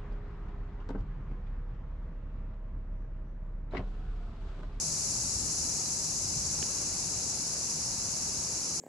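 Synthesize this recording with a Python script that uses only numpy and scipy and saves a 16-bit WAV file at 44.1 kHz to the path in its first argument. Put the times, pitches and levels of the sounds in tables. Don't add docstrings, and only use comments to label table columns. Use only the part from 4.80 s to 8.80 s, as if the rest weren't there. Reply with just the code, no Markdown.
import sys
import numpy as np
from scipy.fft import rfft, irfft
from scipy.io import wavfile

SR = 44100
rng = np.random.default_rng(int(sys.argv[2]) if len(sys.argv) > 2 else 0)


def digitize_waveform(pressure):
    field = np.atleast_2d(pressure).T
    bounded = np.clip(field, -1, 1)
    quanta = np.round(bounded * 32767).astype(np.int16)
    wavfile.write(sys.argv[1], SR, quanta)


N = 176400

# frequency in Hz, left and right cicada's relative gain in dB.
BODY_TONE = [(3000, -50, -45), (4500, -22, -5), (5400, -11, 0), (6100, -2, -2), (6800, 0, -5),
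             (7500, -3, -5), (8600, -14, -10), (9600, -17, -15), (11000, -10, -6)]
# time in seconds, throbs per second.
LEFT_THROB_RATE = [(0, 16.9), (2.4, 16.9), (3.1, 17.3), (4, 16.8)]
RIGHT_THROB_RATE = [(0, 16.7), (1.8, 16.6), (2.6, 15.4), (4, 16.8)]
# time in seconds, gain in dB.
LEFT_FADER = [(0, -34.3), (.6, -33.7), (2, -34.6), (4, -35.8)]
# time in seconds, treble gain in dB.
TREBLE_FADER = [(0, 2.5), (.6, 2.5), (1.8, 0), (3, -1.5), (4, -1)]
# frequency in Hz, left and right relative gain in dB.
CHORUS_TONE = [(2900, -47, -40), (3590, -23.5, -18), (3930, -20.5, -13.5), (4370, -16, -5),
               (4790, -5.5, -3), (5550, -5.5, 1.5), (5940, -1.5, 3), (6580, 2, -6), (7180, -2.5, -2),
               (8030, -8, -15.5), (8700, -11.5, -20), (9660, -12.5, -25), (10370, -6.5, -33),
               (10600, -5.5, -28)]
# time in seconds, level in dB.
CHORUS_FADER = [(0, -33), (.6, -33), (2, -33.5), (4, -33.5)]
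# pitch in Hz, width in Hz, level in dB, left minus right in dB.
LOW_INSECTS = (4131, 200, -58, -18)
# pitch in Hz, crest level in dB, left minus right in dB, crest in seconds.
INSECT_NOTES = [(4035, -64, -7, 1.5), (4806, -59, -2, 1.5), (4974, -52.5, -5, .7), (5588, -53.5, -5, .5),
                (5570, -56, -5, 3.7), (6143, -54, 3, 1.5), (6649, -52.5, 5, 1.5), (7106, -54, 5, .7),
                (7699, -56.5, 6, .7), (8434, -62.5, 8, 1)]
# frequency in Hz, relative gain in dB.
RUMBLE_MID_TONE = [(12, -41), (20, -11), (59, 1.5), (156, 0), (339, -8), (370, -7.5), (440, -11),
                   (897, -13.5), (1950, -23), (2480, -19.5), (2820, -21), (3210, -28), (3500, -30),
                   (4550, -55), (7700, -120)]
RUMBLE_SIDE_TONE = [(12, -43), (20, -8), (64, -3), (98, 2), (195, -5.5), (237, -5), (414, -7), (897, -5),
                    (2170, -12.5), (3400, -17.5), (4420, -43), (7480, -120)]
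# time in seconds, bass gain in dB, gain of the rest in dB.
RUMBLE_FADERS = [(0, 0, -1), (.25, -1.5, 0), (.6, 4, -0.5), (.9, 0, 0.5), (1.3, -1.5, -1), (1.55, 3, -0.5),
                 (1.85, -2.5, 1.5), (2.3, 0, 0.5), (2.8, -6.5, 0.5), (3.1, -0.5, .5), (4, -5, .5)]
# centre in seconds, level in dB, pitch in Hz.
AIR_PUFFS = [(0.391, -40, 125), (.565, -33, 94), (1.57, -32, 149), (2.272, -41, 168)]
# pitch in Hz, relative level in dB, seconds to fall 60 dB.
TICK_RESONANCES = [(380, -.5, .014), (1750, -2.5, .007), (2500, -2, .006), (2900, 0, .007)]

TYMBAL_HZ, TYMBAL_JITTER, CLICK_SCATTER_DB = 325, .12, 1.5


def near_cicada(rate, first_s, throb_db, uneven_db, body_column, rasp=1.4):
    pumps = np.cumsum(curve(rate)) / SR - first_s * rate[0][1]
    throb = undb((throb_db + uneven_db * drift(7)) * np.cos(2 * np.pi * pumps))
    clicks = leaf_scatter(tymbal(TYMBAL_HZ), decay_s=.012, wet_db=2)
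    buzz = clicks + rasp * rng.standard_normal((2, N))
    return unit(colour(buzz * throb, BODY_TONE, body_column))


def tymbal(hz, count=4000):
    chance = rng.standard_normal((count, 2))
    gaps = np.exp(TYMBAL_JITTER * chance[:, 0])
    at = (np.cumsum(gaps) * SR / hz).astype(int)
    strength = undb(CLICK_SCATTER_DB * chance[:, 1])
    return np.bincount(at[at < N], strength[at < N], N)


def leaf_scatter(x, decay_s, wet_db, size=4096):
    tail = rng.standard_normal((2, size)) * np.exp(-np.arange(size) / SR / decay_s)
    tail *= undb(wet_db) / np.sqrt(np.sum(tail ** 2, axis=1, keepdims=True))
    tail[:, 0] += 1
    return unit(irfft(rfft(x) * rfft(tail, N), N))


def turn_away(x, shelf_hz=7500):
    treble = irfft(rfft(x) / (1 + (shelf_hz / np.maximum(freqs(), 1000)) ** 24), N)
    return x + treble * (undb(curve(TREBLE_FADER)) - 1)


def far_chorus(count=10, crossfeed=.13):
    crowd = 0
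    for _ in range(count):
        click_hz = TYMBAL_HZ * np.exp(.25 * rng.standard_normal())
        buzz = unit(tymbal(click_hz)) + rng.standard_normal(N)
        crowd += leaf_scatter(buzz * undb(1.2 * drift(18)), decay_s=.035, wet_db=22)
    crowd = crowd + crossfeed * crowd[::-1]
    sides = np.array([colour(crowd[0], CHORUS_TONE, 1), colour(crowd[1], CHORUS_TONE, 2)])
    return unit(sides) * undb(curve(CHORUS_FADER))


def low_insects():
    hz, width_hz, db, side_db = LOW_INSECTS
    return ring(hz, width_hz) * undb(db) * pan(side_db)


def thin_notes(waver_db=2, fade_db_per_s=2.5):
    t, out = np.arange(N) / SR, 0
    for hz, db, side_db, crest_s in INSECT_NOTES:
        swell_db = db + waver_db * drift(2.3) - fade_db_per_s * np.abs(t - crest_s)
        out += ring(hz, width_hz=24) * undb(swell_db) * pan(side_db)
    return out


def tick(start_s=1.8272, attack_s=.000083, gain_db=-27):
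    age = np.maximum(np.arange(N) / SR - start_s, 0)
    modes = sum(undb(db - 60 * age / t60) * np.sin(2 * np.pi * hz * age)
                for hz, db, t60 in TICK_RESONANCES)
    return modes * (1 - np.exp(-age / attack_s)) * undb(gain_db) * pan(-6)


def air_puffs(width_s=.011):
    t = np.arange(N) / SR
    return sum(undb(db) * np.exp(-((t - at) / width_s) ** 2) * np.sin(2 * np.pi * hz * (t - at))
               for at, db, hz in AIR_PUFFS)


def rumble(crossover_hz=176):
    mid = unit(colour(rng.standard_normal(N), RUMBLE_MID_TONE)) * undb(-44)
    side = unit(colour(rng.standard_normal(N), RUMBLE_SIDE_TONE)) * undb(-58)
    bed = np.array([mid + side, mid - side])
    bass = irfft(rfft(bed) / (1 + (freqs() / crossover_hz) ** 4), N)
    rest = (bed - bass) * undb(curve(RUMBLE_FADERS, column=2)) * pan(-1.1)
    return bass * undb(curve(RUMBLE_FADERS)) + rest


def hum():
    return ring(hz=156.6, width_hz=3.8) * undb(-58)


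def ring(hz, width_hz):
    return unit(irfft(rfft(rng.standard_normal(N)) / (1 + (2 * (freqs() - hz) / width_hz) ** 2), N))


def drift(rate_hz):
    return unit(irfft(rfft(rng.standard_normal(N)) * np.exp(-(freqs() / rate_hz) ** 2), N))


def colour(x, table, column=1):
    rows = np.array(table, float)
    gain_db = np.interp(np.log(freqs()), np.log(rows[:, 0]), rows[:, column], left=-np.inf)
    return irfft(rfft(x) * undb(gain_db), N)


def curve(table, column=1):
    rows = np.array(table, float)
    return np.interp(np.arange(N) / SR, rows[:, 0], rows[:, column])


def pan(db):
    return unit(undb(np.array([[db], [-db]]) / 2))


def freqs():
    return np.maximum(np.arange(N // 2 + 1) * SR / N, 1)


def undb(db):
    return 10 ** (np.asarray(db) / 20)


def unit(x):
    return x / np.sqrt(np.mean(x ** 2))


def scene():
    left = near_cicada(LEFT_THROB_RATE, first_s=.012, throb_db=1.5, uneven_db=.7, body_column=1)
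    right = near_cicada(RIGHT_THROB_RATE, first_s=.03, throb_db=2.2, uneven_db=.8, body_column=2)
    near = turn_away(left) * undb(curve(LEFT_FADER)) * pan(13) + right * undb(-46) * pan(-7)
    far = far_chorus() + low_insects() + thin_notes()
    return near + far + tick() + air_puffs() + rumble() + hum()


def record(dry, top_hz=11050, slope_width_hz=120):
    return irfft(rfft(dry) * np.clip((top_hz - freqs()) / slope_width_hz + .5, 0, 1), N)


dry = scene()
out = record(dry)
digitize_waveform(out)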